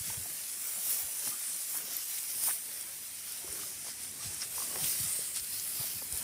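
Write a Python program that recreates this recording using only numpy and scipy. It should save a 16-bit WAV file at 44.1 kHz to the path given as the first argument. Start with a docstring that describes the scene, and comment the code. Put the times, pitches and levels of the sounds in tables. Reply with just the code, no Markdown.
"""Someone wades slowly through tall dry grass, close to a hand-held microphone, for six seconds. From the
start, many tiny random clicks, coloured or set ringing, make a rustle that swells with each push. Under it lie
dull crackle, low rumble and steady hiss; soft bumps of a few low cycles come now and then. Soon stems crunch
and seed heads squeal, as runs of ringing cracks, and stems knock, as dying low tones. From just before the
first second on, single straws snap as very short bright bursts."""
import sys
import numpy as np
from scipy import signal
from scipy.fft import rfft, irfft
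from scipy.io import wavfile
from scipy.ndimage import uniform_filter1d

SR = 44100
rng = np.random.default_rng(int(sys.argv[2]) if len(sys.argv) > 2 else 0)


def inscribe(sig):
    """Save sig as 16-bit PCM at rate SR to the path in sys.argv[1].

    A 1-D sig is mono; a 2-D sig holds one channel per row.
    Samples are clipped to [-1, 1] before scaling.
    """
    pcm = np.round(np.clip(np.atleast_2d(sig).T, -1, 1) * 32767)
    wavfile.write(sys.argv[1], SR, pcm.astype(np.int16))


N = 274743
TIME = np.arange(N) / SR  # seconds


def gain_of(db):
    """Turns decibels into an amplitude factor."""
    return 10 ** (np.asarray(db) / 20)


def evened(x):
    """Scales to rms 1."""
    return x / np.sqrt(np.mean(x ** 2) + 1e-20)


def curve(rows, axis):
    """Joins the points of one table column by straight lines, giving a value at every sample."""
    rows = np.array(rows)
    return np.interp(TIME, rows[:, 0], rows[:, axis])


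def add(mix, s, sound):
    """Mixes a sound in from s seconds on, cut off where the mix ends."""
    part = mix[max(round(s * SR), 0):][:len(sound)]
    part += sound[:len(part)]


def colour(x, points):
    """Filters x by a curve of dB over frequency, then scales it to rms 1."""
    hz, db = np.transpose(points)
    f = np.fft.rfftfreq(len(x), 1 / SR)
    filter_db = np.interp(np.log(f + 1), np.log(hz), db)
    return evened(irfft(rfft(x) * gain_of(filter_db), len(x)))


def resonate(x, hz, width):
    """A resonance, width in Hz, whose pitch may move: shift it to 0 Hz, smooth, shift it back."""
    turn = np.exp(2j * np.pi * np.cumsum(hz * np.ones(len(x))) / SR)
    r = np.exp(-np.pi * width / SR)
    smoothed = signal.lfilter([1 - r], [1, -r], x / turn + 1e-18)
    return 2 * (turn * smoothed).real


def resonate_twice(x, hz, width):
    """Two equal resonances in a row, which fall off more steeply on both sides."""
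    return resonate(resonate(x, hz, width), hz, width)


def wander(rate):
    """Slow random ups and downs at rms 1, weaker and weaker above the rate in Hz."""
    f = np.fft.rfftfreq(N, 1 / SR)
    return evened(irfft(rfft(rng.standard_normal(N)) / (1 + (f / rate) ** 2), N))


def slips(per_s, spread_db, wash):
    """Tiny stick-slip clicks of uneven size over a blur of farther ones, which is noise."""
    strain = np.minimum(rng.exponential(1, N), 3.2)  # capped: a blade holds only so much strain
    size = gain_of(spread_db * strain)
    clicks = size * rng.choice([-1, 1], N) * (rng.random(N) < per_s / SR)
    return evened(evened(clicks) + wash * rng.standard_normal(N))


def swell(s, db, rise, fall):
    """The power of one effort, which builds up to its height at s and dies away."""
    away = np.maximum((s - TIME) / rise, (TIME - s) / fall)
    shape = 1.5  # 1 is a pointed swell, 2 a round one
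    return gain_of(db) ** 2 * np.exp(-abs(away) ** shape)


def effort():
    """Levels in dB of blades, seed heads and stems: the power of pushes adds to steady brushing."""
    # grass that keeps brushing the walker between pushes; levels before the trims in rustle():
    # [t/s, blades level/dB, seed heads against blades level/dB, stems against blades level/dB]
    brushing = [(0, -39, -3, -9.5), (.4, -42.5, -3.5, -8), (.62, -39.5, -8, -11), (1.12, -40, -1.5, -8.5),
                (1.55, -39, -5.5, -8.5), (1.83, -44, 1.5, -6.5), (2.2, -42, 1.5, -7),
                (2.65, -44.5, 0.5, -7.5), (3.2, -49, 1.5, -3), (3.65, -43.5, -4, -6),
                (3.98, -48.5, -5, -3.5), (4.48, -43, -7, -12), (4.72, -38.5, -5, -8),
                (5.08, -35.5, -6, -10.5), (5.31, -40.5, -4, -13.5), (5.44, -42.5, 0, -11.5),
                (5.7, -41, -3, -14.5), (6.06, -44, -0.5, -11), (6.23, -40, -4, -6)]
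    # pushes of legs and stick through the grass; levels before the same trims: [t/s at the height,
    # blades level/dB, rise/s, fall/s, seed heads against blades level/dB, stems against blades level/dB]
    pushes = [(.11, -42, 0.039, 0.028, -7, -4), (.68, -40.5, .025, 0.033, -14, -9.5),
              (.935, -36.5, 0.075, 0.056, 3.5, -5.5), (1.28, -37.5, .07, .025, -3, -5.5),
              (1.43, -49, 0.025, 0.052, -1, -7), (1.77, -35.5, 0.052, .018, 1.5, -13),
              (1.92, -46, 0.043, 0.074, -1, 2), (2.15, -46, 0.058, 0.023, 0, -1),
              (2.31, -44, 0.028, 0.035, 2, -3), (2.455, -33.5, 0.047, 0.035, 0, -9.5),
              (2.5, -34.5, 0.031, 0.032, 1, -9.5), (2.72, -56, 0.027, 0.069, -5, 5),
              (3.3, -49.5, 0.031, 0.056, 0, -1), (3.61, -44, 0.049, 0.039, -1, -5),
              (3.895, -43.5, 0.048, 0.018, -6, -2), (4.04, -43, 0.035, 0.032, -9, -7),
              (4.24, -41.5, .025, 0.043, -16, -2.5), (4.34, -43, .02, .03, -12, -4),
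              (4.43, -42, 0.027, 0.016, -9, -2.5), (4.6, -39, 0.056, 0.055, -.5, -6.5),
              (4.86, -39, 0.054, .12, 4, -2.5), (5.24, -39.5, .08, 0.041, -8, -8),
              (5.368, -34, 0.016, 0.018, -15, -6.5), (5.56, -44, 0.067, .06, 3.5, -1),
              (5.85, -43, 0.11, 0.11, 5, 0), (6.175, -37, 0.026, 0.023, -2, -10)]
    blades_db = curve(brushing, axis=1)
    heads_db = blades_db + curve(brushing, axis=2)
    stems_db = blades_db + curve(brushing, axis=3)
    power = gain_of([blades_db, heads_db, stems_db]) ** 2
    for s, db, rise, fall, heads_offset_db, stems_offset_db in pushes:
        shares = gain_of([[0], [heads_offset_db], [stems_offset_db]]) ** 2
        power += shares * swell(s, db, rise, fall)
    return 10 * np.log10(power)


def drift(x, depth_db):
    """Ever different stems touch, so patches of the colour come and go."""
    z = signal.stft(x, nperseg=1024)[2]
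    patches = rng.standard_normal(z.shape)
    for _ in range(2):
        patches = uniform_filter1d(patches, size=4, axis=0)  # smooth over frequency
        patches = uniform_filter1d(patches, size=5, axis=1)  # smooth over time
    return signal.istft(z * gain_of(depth_db * evened(patches)), nperseg=1024)[1][:N]


def rustle():
    """Blades, seed heads, stalks and straw catch and slip in shared clumps."""
    # how the grass in contact rings:
    # [t/s, blade f/Hz, stalk f/Hz, share of clear ring against broad scrape (0 to 1)]
    ringing = [(0, 9500, 5700, 0.17), (.95, 9650, 5730, .4), (1.55, 9140, 5860, 0.7), (1.95, 9600, 5650, 0),
               (2.48, 9120, 5530, 1), (3.6, 9500, 5630, 0.54), (4.1, 9000, 5550, 0.4),
               (4.9, 9300, 5430, .45), (5.33, 8630, 4940, 0.7), (5.8, 10100, 5060, 0.36),
               (6.23, 9300, 5230, .6)]
    # colours of scraping blades, seed heads and coarse straw: [f/Hz, relative level/dB]
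    blade_colour = [(3500, -28), (6000, -18), (7200, -5), (8400, -4), (9700, -5.5), (11000, -4.5),
                    (12500, -9), (16000, -16)]
    head_colour = [(7000, -27), (10000, -2.5), (11800, -2), (13200, 0.5), (14500, -0.5), (16000, -0.5)]
    straw_colour = [(500, -18.5), (1200, -7), (2000, -1.5), (3000, -1), (4000, -1.5), (5000, -2),
                    (7000, -11), (13000, -24)]
    clumps = wander(rate=22)
    contact = slips(per_s=3200, spread_db=-0.5, wash=0.77)
    blade_hz, stalk_hz = curve(ringing, axis=1), curve(ringing, axis=2)
    clear = np.clip(curve(ringing, axis=3), 0, 1)

    ring = evened(resonate_twice(contact, blade_hz, width=2000))
    scrape = colour(slips(per_s=3000, spread_db=-0.5, wash=1.0), blade_colour)
    blades = np.sqrt(clear) * ring + np.sqrt(1 - clear) * scrape
    # seed heads partly share the clicks of the blades
    heads = colour(0.5 * contact + slips(per_s=2800, spread_db=3.5, wash=0.75), head_colour)
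    stalk_slips = slips(per_s=3000, spread_db=3.5, wash=0.99)
    stalks = evened(resonate_twice(stalk_slips, stalk_hz, width=2170))
    straw = colour(slips(per_s=1500, spread_db=3.0, wash=1.0), straw_colour)

    blades_db, heads_db, stems_db = effort()
    straw_db = -20 + 0.66 * stems_db  # coarse straw follows the stems, but less steeply
    blades = blades * gain_of(blades_db - 1.42 + 0.42 * clumps + 0.63 * wander(rate=21))
    heads = heads * gain_of(heads_db + 1.25 + 1.0 * clumps)
    stalks = stalks * gain_of(stems_db - 1.5 + 0.53 * clumps)
    straw = straw * gain_of(straw_db + 0.47 * clumps)
    return drift(blades + heads + stalks + straw, depth_db=1.9)


def stem_ticks(per_s, t60):
    """Many stems of different lengths, each ticking once at a random time and its own pitch."""
    t, out = np.arange(SR // 12) / SR, np.zeros(N)
    for hz in np.geomspace(220, 1700, round(per_s * N / SR)):
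        when, size = rng.random(), rng.uniform(0.69, 1)
        tick = np.sin(2 * np.pi * hz * t) * gain_of(-60 * t / t60)  # falls 60 dB in t60 seconds
        add(out, when * N / SR, size * tick)
    return evened(out)


def tread():
    """The mat of old straw crackles dully as weight settles on it."""
    # colour of the matted straw: [f/Hz, relative level/dB]
    mat_colour = [(60, -24), (170, 5.5), (300, -7), (600, 5.5), (1100, 0.5), (1800, -0.5), (3500, -13),
                  (8000, -29)]
    # weight settling on the straw, level before a small trim: [t/s at the height, level/dB, rise/s, fall/s]
    treads = [(.14, -57.5, 0.073, 0.093), (.32, -60, .06, 0.054), (.78, -55.5, 0.059, 0.069),
              (.95, -55.5, 0.077, 0.11), (1.28, -57.5, 0.074, .06), (1.52, -59, 0.033, .04),
              (1.86, -56.5, 0.089, 0.074), (2.42, -59, 0.051, .08), (2.9, -61.5, 0.17, 0.053),
              (3.5, -57.5, 0.12, 0.19), (4.24, -57.5, 0.071, 0.12), (4.76, -51, 0.16, .1),
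              (5.17, -59, .12, 0.1), (5.83, -62, .2, 0.062), (6.22, -55.5, 0.11, .08)]
    crackle = colour(slips(per_s=700, spread_db=1.0, wash=0.8), mat_colour)
    mat = evened(crackle + 0.78 * stem_ticks(per_s=55, t60=0.11))
    rest_power = gain_of(-66.5) ** 2  # what stays between treads
    weight = np.sqrt(rest_power + sum(swell(*row) for row in treads))
    return mat * weight * gain_of(-0.5 + 0.43 * wander(rate=47))


def handling_rumble():
    """Low rumble at the hand-held microphone: deep noise that rises and sinks."""
    # colour of the rumble: [f/Hz, relative level/dB]
    rumble_colour = [(20, -34), (35, -21), (55, -4), (85, 3), (130, 0), (200, -1), (400, -6), (1500, -53)]
    # strength of the rumble, before a 1.5 dB cut: [t/s, level/dB]
    handling = [(0, -61), (.28, -60.5), (.48, -70), (1.05, -72), (1.3, -84), (2.2, -79), (2.38, -62),
                (2.6, -72), (3.15, -69), (3.65, -60.5), (3.95, -63), (4.2, -58), (4.5, -61.5),
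                (4.78, -57.5), (5.05, -59.5), (5.3, -66), (5.6, -61.5), (6.23, -59)]
    rumble = colour(rng.standard_normal(N), rumble_colour)
    return rumble * gain_of(curve(handling, axis=1) - 1.5)


def field_air():
    """The steady hiss of the field: coloured noise at one level."""
    # colour of the hiss: [f/Hz, relative level/dB]
    air_colour = [(25, -37), (80, -4), (160, -3.5), (400, -7.5), (1000, -15.5), (2200, -0.5), (4000, -8.5),
                  (6700, 2.5), (9300, 10), (15500, -8)]
    return gain_of(-47.5) * colour(rng.standard_normal(N), air_colour)


def bumps():
    """Soft bumps of footfalls and handling: each is a few uneven low cycles that swell and fade."""
    # bumps, peak before a 1 dB cut, pitch before it wavers, length before it is stretched 1.4 times:
    # [t/s at the middle, peak level/dB, f/Hz, length/s]
    soft_bumps = [(.008, -39.5, 96, .018), (0.096, -46, 121, .06), (0.179, -37.5, 114, 0.018),
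                  (0.214, -48, 88, 0.06), (1.044, -53, 97, 0.06), (1.286, -50, 172, .031),
                  (3.5, -48, 78, 0.03), (4.274, -42.5, 92, 0.07), (4.838, -41.5, 122, .053),
                  (5.011, -38, 133, 0.027), (5.059, -45, 92, .06), (5.417, -51, 74.5, 0.043),
                  (5.806, -38.5, 127, 0.021), (5.965, -46, 88, .033), (6.14, -40.5, 99, .035)]
    out, sway = np.zeros(N), wander(rate=100)
    for s, db, hz, length in soft_bumps:
        pitch = hz * np.exp(0.333 * sway[round(s * SR):][:round(1.4 * length * SR)])
        cycles = np.cumsum(pitch) / SR + rng.random()
        push = np.sin(2 * np.pi * cycles) * np.hanning(len(pitch))
        add(out, s - len(push) / SR / 2, gain_of(db - 1.0) * push)
    return out


def crunches():
    """Stems crunch or scrape, and seed heads squeal, in quick runs of cracks, each rung by a resonance."""
    # runs of cracks, level before fading in and out and a 0.95 dB cut, length before it is stretched
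    # 1.5 times, width of each of two resonances: [t/s at the middle, rms level/dB, f/Hz, width/Hz, length/s]
    runs = [(0.101, -44, 3000, 2200, 0.0073), (.672, -41, 15100, 1800, 0.22),
            (1.28, -43.5, 1110, 1800, 0.02), (1.336, -48.5, 1190, 250, 0.04), (1.754, -50, 930, 600, .023),
            (1.772, -49, 1590, 1500, 0.058), (1.976, -39, 12400, 1000, 0.027),
            (2.186, -38.5, 8300, 2500, .02), (2.181, -44, 3330, 2200, 0.023),
            (2.502, -43, 1580, 1400, .034), (2.488, -40, 890, 700, 0.029), (3.573, -54.5, 363, 170, .13),
            (3.591, -51.5, 1250, 500, 0.025), (3.876, -51, 690, 900, 0.056),
            (4.222, -55.5, 1180, 200, 0.06), (4.419, -38.5, 5400, 900, 0.032),
            (4.431, -45.5, 1810, 1500, .029), (4.746, -51.5, 377, 443, 0.11), (4.759, -42, 700, 1800, .015),
            (4.844, -38.5, 3000, 2200, 0.022), (4.85, -54, 500, 1500, 0.059),
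            (5.371, -44.5, 3180, 3500, .035), (5.824, -53.5, 656, 500, 0.057),
            (6.023, -46.5, 744, 1100, 0.012)]
    out = np.zeros(N)
    cracks = slips(per_s=830, spread_db=6.5, wash=0.59)
    for s, db, hz, width, length in runs:
        run = cracks[round(s * SR):][:round(1.5 * length * SR)]
        run = evened(resonate_twice(run, hz, width)) * np.hanning(len(run))
        add(out, s - len(run) / SR / 2, gain_of(db - 0.95) * run)
    return out


def struck(hz, t60, width):
    """A brief burst of noise, dying 60 dB in t60 seconds, rings a stem; scaled to peak 1."""
    t = np.arange(SR // 10) / SR
    burst = rng.standard_normal(len(t)) * gain_of(-60 * t / t60)
    ring = resonate_twice(burst, hz, width)
    return ring / abs(ring).max()


def knocks():
    """Dull knocks of thick stems and stones: a dying tone with a little struck noise."""
    # knocks, level before a 5 dB cut and the mix of tone and noise:
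    # [t/s, level/dB, ring f/Hz, time to fall 60 dB/s]
    dull_knocks = [(0.1013, -32.5, 890, 0.038), (.258, -37.5, 695, 0.041), (3.444, -35, 370, 0.063),
                   (3.478, -37, 1060, 0.022), (3.526, -38, 406, 0.042), (3.634, -36, 1240, 0.033),
                   (4.5814, -24.5, 1000, .018), (4.6033, -32, 1170, 0.029), (4.621, -28.5, 1080, 0.028),
                   (5.191, -32.5, 463, .025), (5.842, -35, 656, 0.023), (6.02, -41, 330, 0.034)]
    out, t = np.zeros(N), np.arange(SR // 10) / SR
    for s, db, hz, t60 in dull_knocks:
        mode = np.sin(2 * np.pi * hz * t) * gain_of(-60 * t / t60)
        knock = mode * (0.64 + 0.3 * np.exp(-t * hz / 2.5))  # the blow itself lifts the first cycles
        add(out, s, gain_of(db - 5.0) * (knock + 0.2 * struck(hz, t60, width=1.5 * hz)))
    return out


def snaps():
    """Single straws snap: very short bright bursts, each ringing at its own pitch."""
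    # snapping straws, peak before a 1 dB cut: [t/s, peak level/dB, ring f/Hz, time for the burst to fall 60 dB/s]
    straw_snaps = [(.913, -21, 11000, .008), (1.279, -23, 9900, .012), (1.9676, -15.5, 12400, .0035),
                   (2.2313, -24, 9400, .008), (2.4377, -19.5, 9700, .004), (2.4757, -18, 9600, .009),
                   (2.8106, -24, 9100, .017), (3.322, -27, 9700, .015), (3.527, -23, 9100, .012),
                   (4.0358, -30, 9400, .008), (4.1123, -27, 9500, .01), (4.3451, -26, 9100, .012),
                   (4.6277, -25, 9300, .008), (4.844, -19, 8400, .014), (4.858, -22, 10400, .007),
                   (5.134, -20, 8600, .004), (5.3613, -21, 9100, .01), (5.372, -24, 9100, .012),
                   (5.398, -23.5, 5330, .0044), (5.445, -31, 4000, .004), (5.598, -24, 6460, .005),
                   (6.1251, -21, 8900, .013), (6.175, -19.5, 9200, .01)]
    out = np.zeros(N)
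    for s, db, hz, t60 in straw_snaps:
        add(out, s, gain_of(db - 1.0) * struck(hz, t60, width=2600))
    return out


def scene():
    """The near grass over the steady hiss of the field, all in the middle."""
    ground = tread() + handling_rumble() + field_air()
    near = rustle() + ground + bumps() + crunches() + knocks() + snaps()
    return np.array([near, near])


def record(dry):
    """The microphone thins the deep bass; then the recorder's band limit cuts the highest treble."""
    thinned = signal.sosfilt(signal.butter(2, 42, "highpass", fs=SR, output="sos"), dry)
    edge_hz = 15600
    band_limit = signal.firwin(511, edge_hz, window=("kaiser", 9), fs=SR)
    return signal.oaconvolve(thinned, band_limit[None], "same")


dry = scene()
out = record(dry)
inscribe(out)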